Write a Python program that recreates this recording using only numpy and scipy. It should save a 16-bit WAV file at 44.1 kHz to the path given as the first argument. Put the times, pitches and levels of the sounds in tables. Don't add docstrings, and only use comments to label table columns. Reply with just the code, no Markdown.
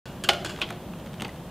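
import sys
import numpy as np
from scipy import signal
from scipy.fft import rfft, irfft
from scipy.io import wavfile
from scipy.ndimage import uniform_filter1d

SR = 44100
rng = np.random.default_rng(int(sys.argv[2]) if len(sys.argv) > 2 else 0)


def to_linear_factor(level_db):
    exponent = np.asarray(level_db, float) / 20
    return 10 ** exponent


def generate_wav(sig):
    pcm = np.round(np.clip(np.atleast_2d(sig).T, -1, 1) * 32767).astype(np.int16)
    wavfile.write(sys.argv[1], SR, pcm)


N = 66150
SPAN = 4096

# t/s, level/dB, rattle/s
CLINKS = [
    (.03, -37.5, 0.018),
    (.2375, -32, 0.0067),
    (.2435, -31.5, 0.0069),
    (.447, -30, 0.0085),
    (.459, -33.5, 0.0099),
    (.494, -39, 0.018),
]
# f/Hz, level/dB, t60/s
CLINK_MODES = [(895, 1, 0.015), (1598, 1, 0.091), (2750, 0, 0.14), (2920, 4.5, 0.062), (3310, 3.5, 0.12),
               (4180, -3.5, 0.084), (4645, -1, 0.11), (5200, -4.5, .05), (5760, -18, 0.054),
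               (6500, -2, 0.042), (7080, 4, 0.021), (9150, -18, .04)]
# f/Hz, level/dB
CLINK_CRACK = [(180, -24.5), (300, 8), (565, -11), (1580, 2.5), (2100, -9), (2930, -5.5), (3830, -7),
               (9390, -20.5), (16000, -52)]
# t/s, level/dB, rattle/s
CLANKS = [
    (.2885, -10.5, 0.0045),
    (.2908, -9, 0.003),
    (.2927, -8, 0.0018),
    (.2965, -20, 0.014),
    (.3045, -24, .006),
    (.333, -30.5, 0.015),
]
# f/Hz, level/dB, t60/s
CLANK_MODES = [(361.3, 4.5, 0.29), (555, -7, 0.28), (596.6, -0.5, 0.3), (673, 10, 0.3), (760, 9, 0.32),
               (841, 3.5, 0.27), (1451, 9.5, 0.23), (1640, -20, 0.26), (2300, -15, 0.013),
               (3180, -9, 0.079), (3560, 3, 0.048), (4240, 1, 0.051), (5100, -18, 0.053), (6570, -13, .06)]
# f/Hz, level/dB
CLANK_CRACK = [(90, -54), (330, -16), (800, -1.5), (1150, -9.5), (1900, -7.5), (3100, -3.5), (6000, -18),
               (16000, -41)]
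# t/s, level/dB, rattle/s
CLACKS = [
    (.6158, -25, 0.005),
    (.6208, -29, 0.012),
]
# f/Hz, level/dB, t60/s
CLACK_MODES = [(735, -11, 0.3), (1110, -39, 0.052), (1460, -3.5, 0.14), (2240, 6, 0.022), (2530, -16, 0.08),
               (2840, 4, 0.022), (2700, -3, 0.085), (3220, -6, 0.098), (3320, 3.5, 0.036),
               (4320, -28, 0.061), (5200, -19, 0.059)]
# f/Hz, level/dB
CLACK_CRACK = [(180, -4), (300, -1), (1840, -13), (2320, 2), (3400, 3), (6000, -17), (6850, -19),
               (7690, -26), (16000, -48)]
# t/s, level/dB, length/s
SNAPS = [
    (.2378, -32.5, 0.0062),
    (.2886, -28, 0.0032),
    (.333, -38.5, 0.0029),
    (.4472, -36, 0.0024),
    (.6152, -35.5, 0.002),
    (.7058, -36.5, 0.0018),
]
# f/Hz, level/dB
SNAP_EDGE = [(2000, -28), (6000, -3), (10000, -3.5), (16000, -18)]
# t/s, peak level/dB, f/Hz, t60/s
PINGS = [(.2378, -28, 1620, .07), (.2575, -38, 2800, .08), (.2905, -19, 812, .09), (.295, -21, 660, .08),
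         (.297, -27, 370, .2), (.298, -27, 1450, .09), (.311, -27, 790, .07), (.329, -29, 600, .12),
         (.364, -32, 690, .12), (.2888, -22, 760, .04), (.4475, -34, 1640, .06), (.623, -30, 1110, .05),
         (.619, -29, 1510, .05), (1.2215, -30, 760, .04), (1.2492, -28, 830, .04), (.2379, -27, 3100, .035),
         (.2435, -27, 3150, .03), (.4473, -28, 2900, .04), (.4476, -31, 3450, .04),
         (.2886, -17, 13000, .003), (.2887, -21, 10500, .004), (.2888, -21, 8500, .005),
         (.2912, -26, 14500, .004), (.6106, -30, 3200, .01), (.6163, -14, 2450, .014),
         (.6168, -19, 2950, .012), (.6184, -17, 3350, .012), (.6211, -19, 3300, .014),
         (.6232, -23, 2600, .012), (.6262, -24, 2950, .018), (.631, -23, 3200, .02),
         (.6415, -23, 3100, .01), (.7056, -18, 1200, .005), (.7059, -27, 2050, .006),
         (.7071, -20, 1250, .006), (.712, -36, 700, .15), (.7092, -27, 800, .018), (.936, -34, 2500, .01),
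         (1.1992, -22, 2900, .006), (1.2018, -29, 2900, .007), (1.2076, -26, 2870, .007),
         (1.2102, -27, 2900, .008), (1.2474, -21, 2700, .008), (1.2477, -28, 4600, .01),
         (1.25, -28, 2450, .012), (1.2522, -29, 2050, .012), (1.2548, -32, 3000, .008),
         (1.29, -33, 2000, .025)]
# t/s, level/dB, length/s
THUDS = [
    (.2975, -46, 0.015),
    (1.2225, -30, 0.0047),
    (1.2485, -36, 0.005),
]
# f/Hz, level/dB
THUD_BODY = [(50, -46), (130, -17), (290, 4), (460, -0.5), (900, -38), (2000, -61)]
# t/s, level/dB, brightness/(dB per octave), knock level/dB
TICKS = [(0.547, -49, -12, 0), (0.5612, -35, -7, -20), (0.576, -39, -2, -13), (0.588, -41.5, 2, 8.5),
         (0.598, -40, 3, 4), (0.611, -35, -6, 2), (.689, -33.5, -6, -29), (0.7015, -38, -1, -16),
         (0.7048, -33, -4, 6.5), (0.726, -38, -4, -24), (0.9358, -43.5, -16, 5.5), (0.987, -45.5, 4, -18),
         (0.999, -44, -1, -18), (1.061, -40.5, 2, -13), (1.071, -43, -5, 1), (1.132, -44.5, 7, 5),
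         (1.141, -39, -3, -5), (1.182, -45, -1, -5), (1.1986, -41.5, 6, 2.5), (1.207, -34, 3, -3),
         (1.2204, -24.5, 5, -4.5), (1.2486, -32, -3, -1), (1.255, -44.5, -10, 12), (1.28, -40.5, 9, -23),
         (1.2927, -44.5, -2, 3), (1.341, -52, 15, -3), (1.36, -46, 4, 5)]
# f/Hz, level/dB, t60/s
TICK_MODES = [(2120, 5, 0.0036), (2850, -3, 0.005), (3340, 10.5, 0.0032), (4700, 2.5, 0.0013),
              (6260, -2, 0.0022), (8200, -5.5, 0.0032), (11200, -44, 0.0032)]
# f/Hz, level/dB
KNOCK_BODY = [(80, -30), (250, 3), (500, 1.5), (800, 1.5), (1250, 0.5), (2000, -7.5), (3000, -8),
              (6000, -31.5)]
# f/Hz, t60/s
HALL = [(200, 2.1), (700, 1.22), (1500, 0.74), (3000, 0.53), (6000, 0.57), (12000, 0.52)]
# f/Hz, level/dB
DULL = [(500, -3), (4000, 0.5), (7000, -1), (16000, -21)]
# f/Hz, level/dB
AIR = [(15, -65), (25, -7.5), (155, 1.5), (385, -10.5), (530, -6), (678, -10.5), (826, -11.5),
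       (1060, -15.5), (9000, -49.5), (11700, -65), (19800, -120)]
# f/Hz, width/Hz, level/dB
DUCTS = [(61, 4.6, -58), (179.2, 72.6, -46), (362.4, 8.5, -52.5), (614, 11.4, -59.5), (2990, 1100, -58)]
# t/s, level/dB
SWELL = [(0.06, -43.5), (0.092, -41), (0.838, -44.5), (0.926, -38), (1.142, -42), (1.218, -37),
         (1.458, -54.5), (1.476, -33), (1.5, -64)]


def steel(events, modes, crack, ring_db, damp, rough_db):
    drive = blows(events, rough_db)
    t = np.arange(SR // 2) / SR
    ring = np.zeros(len(t))
    for hz, db, t60 in modes:
        partials = hz + rng.uniform(-1, 1, (5, 1)) * (0.02 * hz + 22)
        fade = to_linear_factor(db - 60 * t / min(t60 * damp, 0.26))
        ring += fade * np.sin(2 * np.pi * partials * t).sum(0)
    ringing = signal.oaconvolve(drive, ring / np.linalg.norm(ring))[:N]
    return colour(drive, crack) + to_linear_factor(ring_db) * ringing


def blows(events, rough_db):
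    return sum(to_linear_factor(db) * burst(s, length, rough_db) for s, db, length in events)


def burst(s, length, rough_db, rise_s=0.000234):
    t = np.arange(SPAN) / SR
    shape = (1 - np.exp(-t / rise_s)) * np.exp(-t / max(length, 1e-4))
    wander = evened(uniform_filter1d(rng.standard_normal(SPAN), size=30))
    uneven = shape * to_linear_factor(rough_db * wander)
    grit = uneven * rng.standard_normal(SPAN)
    for _ in range(4):
        z = rfft(grit)
        flat = irfft(z / (abs(z) + 1e-12))
        local_power = abs(uniform_filter1d(flat ** 2, size=12))
        grit = uneven * flat / np.sqrt(local_power + 1e-12)
    out = np.zeros(N + SPAN)
    out[int(s * SR):][:SPAN] = grit * np.linalg.norm(shape) / np.linalg.norm(grit)
    return out[:N]


def pings():
    out, t = np.zeros(N + SPAN), np.arange(SPAN) / SR
    for s, db, hz, t60 in PINGS:
        swell = 1 - np.exp(-t * hz / 1.2)
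        fade = to_linear_factor(db - 60 * t / t60)
        out[int(s * SR):][:SPAN] += swell * fade * np.sin(2 * np.pi * hz * t)
    return out[:N]


def pivot():
    tick_s, rebound_s, rebound_db, knock_s = 0.0012, 0.0027, -6, 0.0031
    out, t = np.zeros(N), np.arange(1500) / SR
    for s, db, bright_db, knock_db in TICKS:
        span = slice(int(s * SR), int(s * SR) + 3000)
        slip = burst(s, tick_s, 2.4, 0.00028)
        slip += to_linear_factor(rebound_db) * burst(s + rebound_s, tick_s, 2.7, 0.00018)
        slip = slip[span]
        pin = np.zeros(len(t))
        for hz, level, t60 in TICK_MODES:
            tilt_db = bright_db * np.log2(hz / 3000)
            pin += to_linear_factor(level + tilt_db - 60 * t / t60) * np.sin(2 * np.pi * hz * t)
        tick = signal.oaconvolve(slip, pin)[:len(slip)]
        knock = colour(burst(s, knock_s, 2.85)[span], KNOCK_BODY)
        out[span] += to_linear_factor(db - 17.5) * (evened(tick) + to_linear_factor(knock_db) * evened(knock))
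    return out


def hall(x, t60_scale, delay_s=0.0068):
    hz, t, z = signal.stft(rng.standard_normal((3, SR)), SR, nperseg=256)
    fade = to_linear_factor(-60 * t / (t60_scale * read(HALL, hz)[:, None]))
    tails = signal.istft(z * fade, SR, nperseg=256)[1]
    tails = tails * np.clip(np.arange(tails.shape[1]) / SR / delay_s, 0, 1) ** 2
    tails = tails / np.linalg.norm(tails[0])
    stir_hz = 7
    phase = stir_hz * np.arange(N) / SR + np.arange(3)[:, None] / 3
    turns = np.cos(2 * np.pi * phase) * np.sqrt(2 / 3)
    echoes = signal.fftconvolve(x[None], tails, axes=1)[:, :N]
    return (turns * echoes).sum(0)


def air():
    out = to_linear_factor(-37 - 3.5) * evened(colour(rng.standard_normal(N), AIR))
    s, db = np.transpose(SWELL)
    swell = to_linear_factor(np.interp(np.arange(N) / SR, s, db - db.mean()))
    for k, (hz, width, level_db) in enumerate(DUCTS):
        narrow = resonate(rng.standard_normal(N), hz, width)
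        tone = evened(resonate(narrow, hz, 2 * width))
        out += to_linear_factor(level_db) * tone * (swell if k == 1 else 1)
    return out


def unmasked(side, mid):
    side_bins, mid_bins = (signal.stft(v, nperseg=2048)[2] for v in (side, mid))
    side_power, mid_power = (uniform_filter1d(abs(z) ** 2, size=24, axis=0)
                             for z in (side_bins, mid_bins))
    heard = mid_power < to_linear_factor(2 * 16) * side_power
    return signal.istft(side_bins * heard, nperseg=2048)[1][:N]


def read(points, hz):
    f, value = np.transpose(points)
    return np.interp(np.log(hz + 1), np.log(f + 1), value)


def evened(x):
    return x / np.sqrt(np.mean(x ** 2) + 1e-20)


def colour(x, points):
    size = 4096
    log_gain = np.log(to_linear_factor(read(points, abs(np.fft.fftfreq(size, 1 / SR)))))
    response = np.exp(np.conj(signal.hilbert(log_gain)))
    taps = np.fft.ifft(response).real[:size // 2]
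    return signal.oaconvolve(x, taps / np.linalg.norm(taps))[:len(x)]


def resonate(x, hz, width):
    r = np.exp(-np.pi * width / SR)
    turn = np.exp(2j * np.pi * hz * np.arange(len(x)) / SR)
    return 2 * (turn * signal.lfilter([1 - r], [1, -r], x / turn)).real


def scene():
    clink = steel(CLINKS, CLINK_MODES, CLINK_CRACK, ring_db=0.5, damp=0.4, rough_db=1.5)
    clank = steel(CLANKS, CLANK_MODES, CLANK_CRACK, ring_db=-6, damp=1.0, rough_db=0.33)
    clack = steel(CLACKS, CLACK_MODES, CLACK_CRACK, ring_db=-3, damp=0.5, rough_db=1.5)
    snaps = colour(blows(SNAPS, 0.75), SNAP_EDGE)
    notes = pings()
    thuds = colour(blows(THUDS, 6.5), THUD_BODY)
    ticks = pivot()
    wet = to_linear_factor(-6.5) * hall(clink, 1.0)
    wet += to_linear_factor(-13.5) * hall(clank + thuds, 1.0)
    wet += to_linear_factor(-9.5) * hall(clack, 1.0)
    wet += to_linear_factor(-12.5) * hall(colour(ticks, DULL), 0.41)
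    wet += to_linear_factor(-12) * hall(notes, 0.43)
    mono = clink + clank + clack + ticks + thuds + snaps + notes + wet + air()
    return np.array([mono, mono])


def roll_off(x):
    return signal.sosfilt(signal.butter(12, 16530, fs=SR, output="sos"), x)


def record(dry):
    limit, hiss_db, open_s, edge_hz = 1.6, -57.5, 0.056, 15600
    centre, side = to_linear_factor(hiss_db) * rng.standard_normal((2, N))
    side = unmasked(side, dry.mean(0) + centre)
    mix = limit * np.tanh(dry / limit) + centre + np.array([side, -side])
    mix = mix * (np.arange(N) / SR > open_s)
    mix = signal.oaconvolve(mix, signal.firwin(255, edge_hz, fs=SR)[None], "same")
    return roll_off(mix)


dry = scene()
out = record(dry)
generate_wav(out)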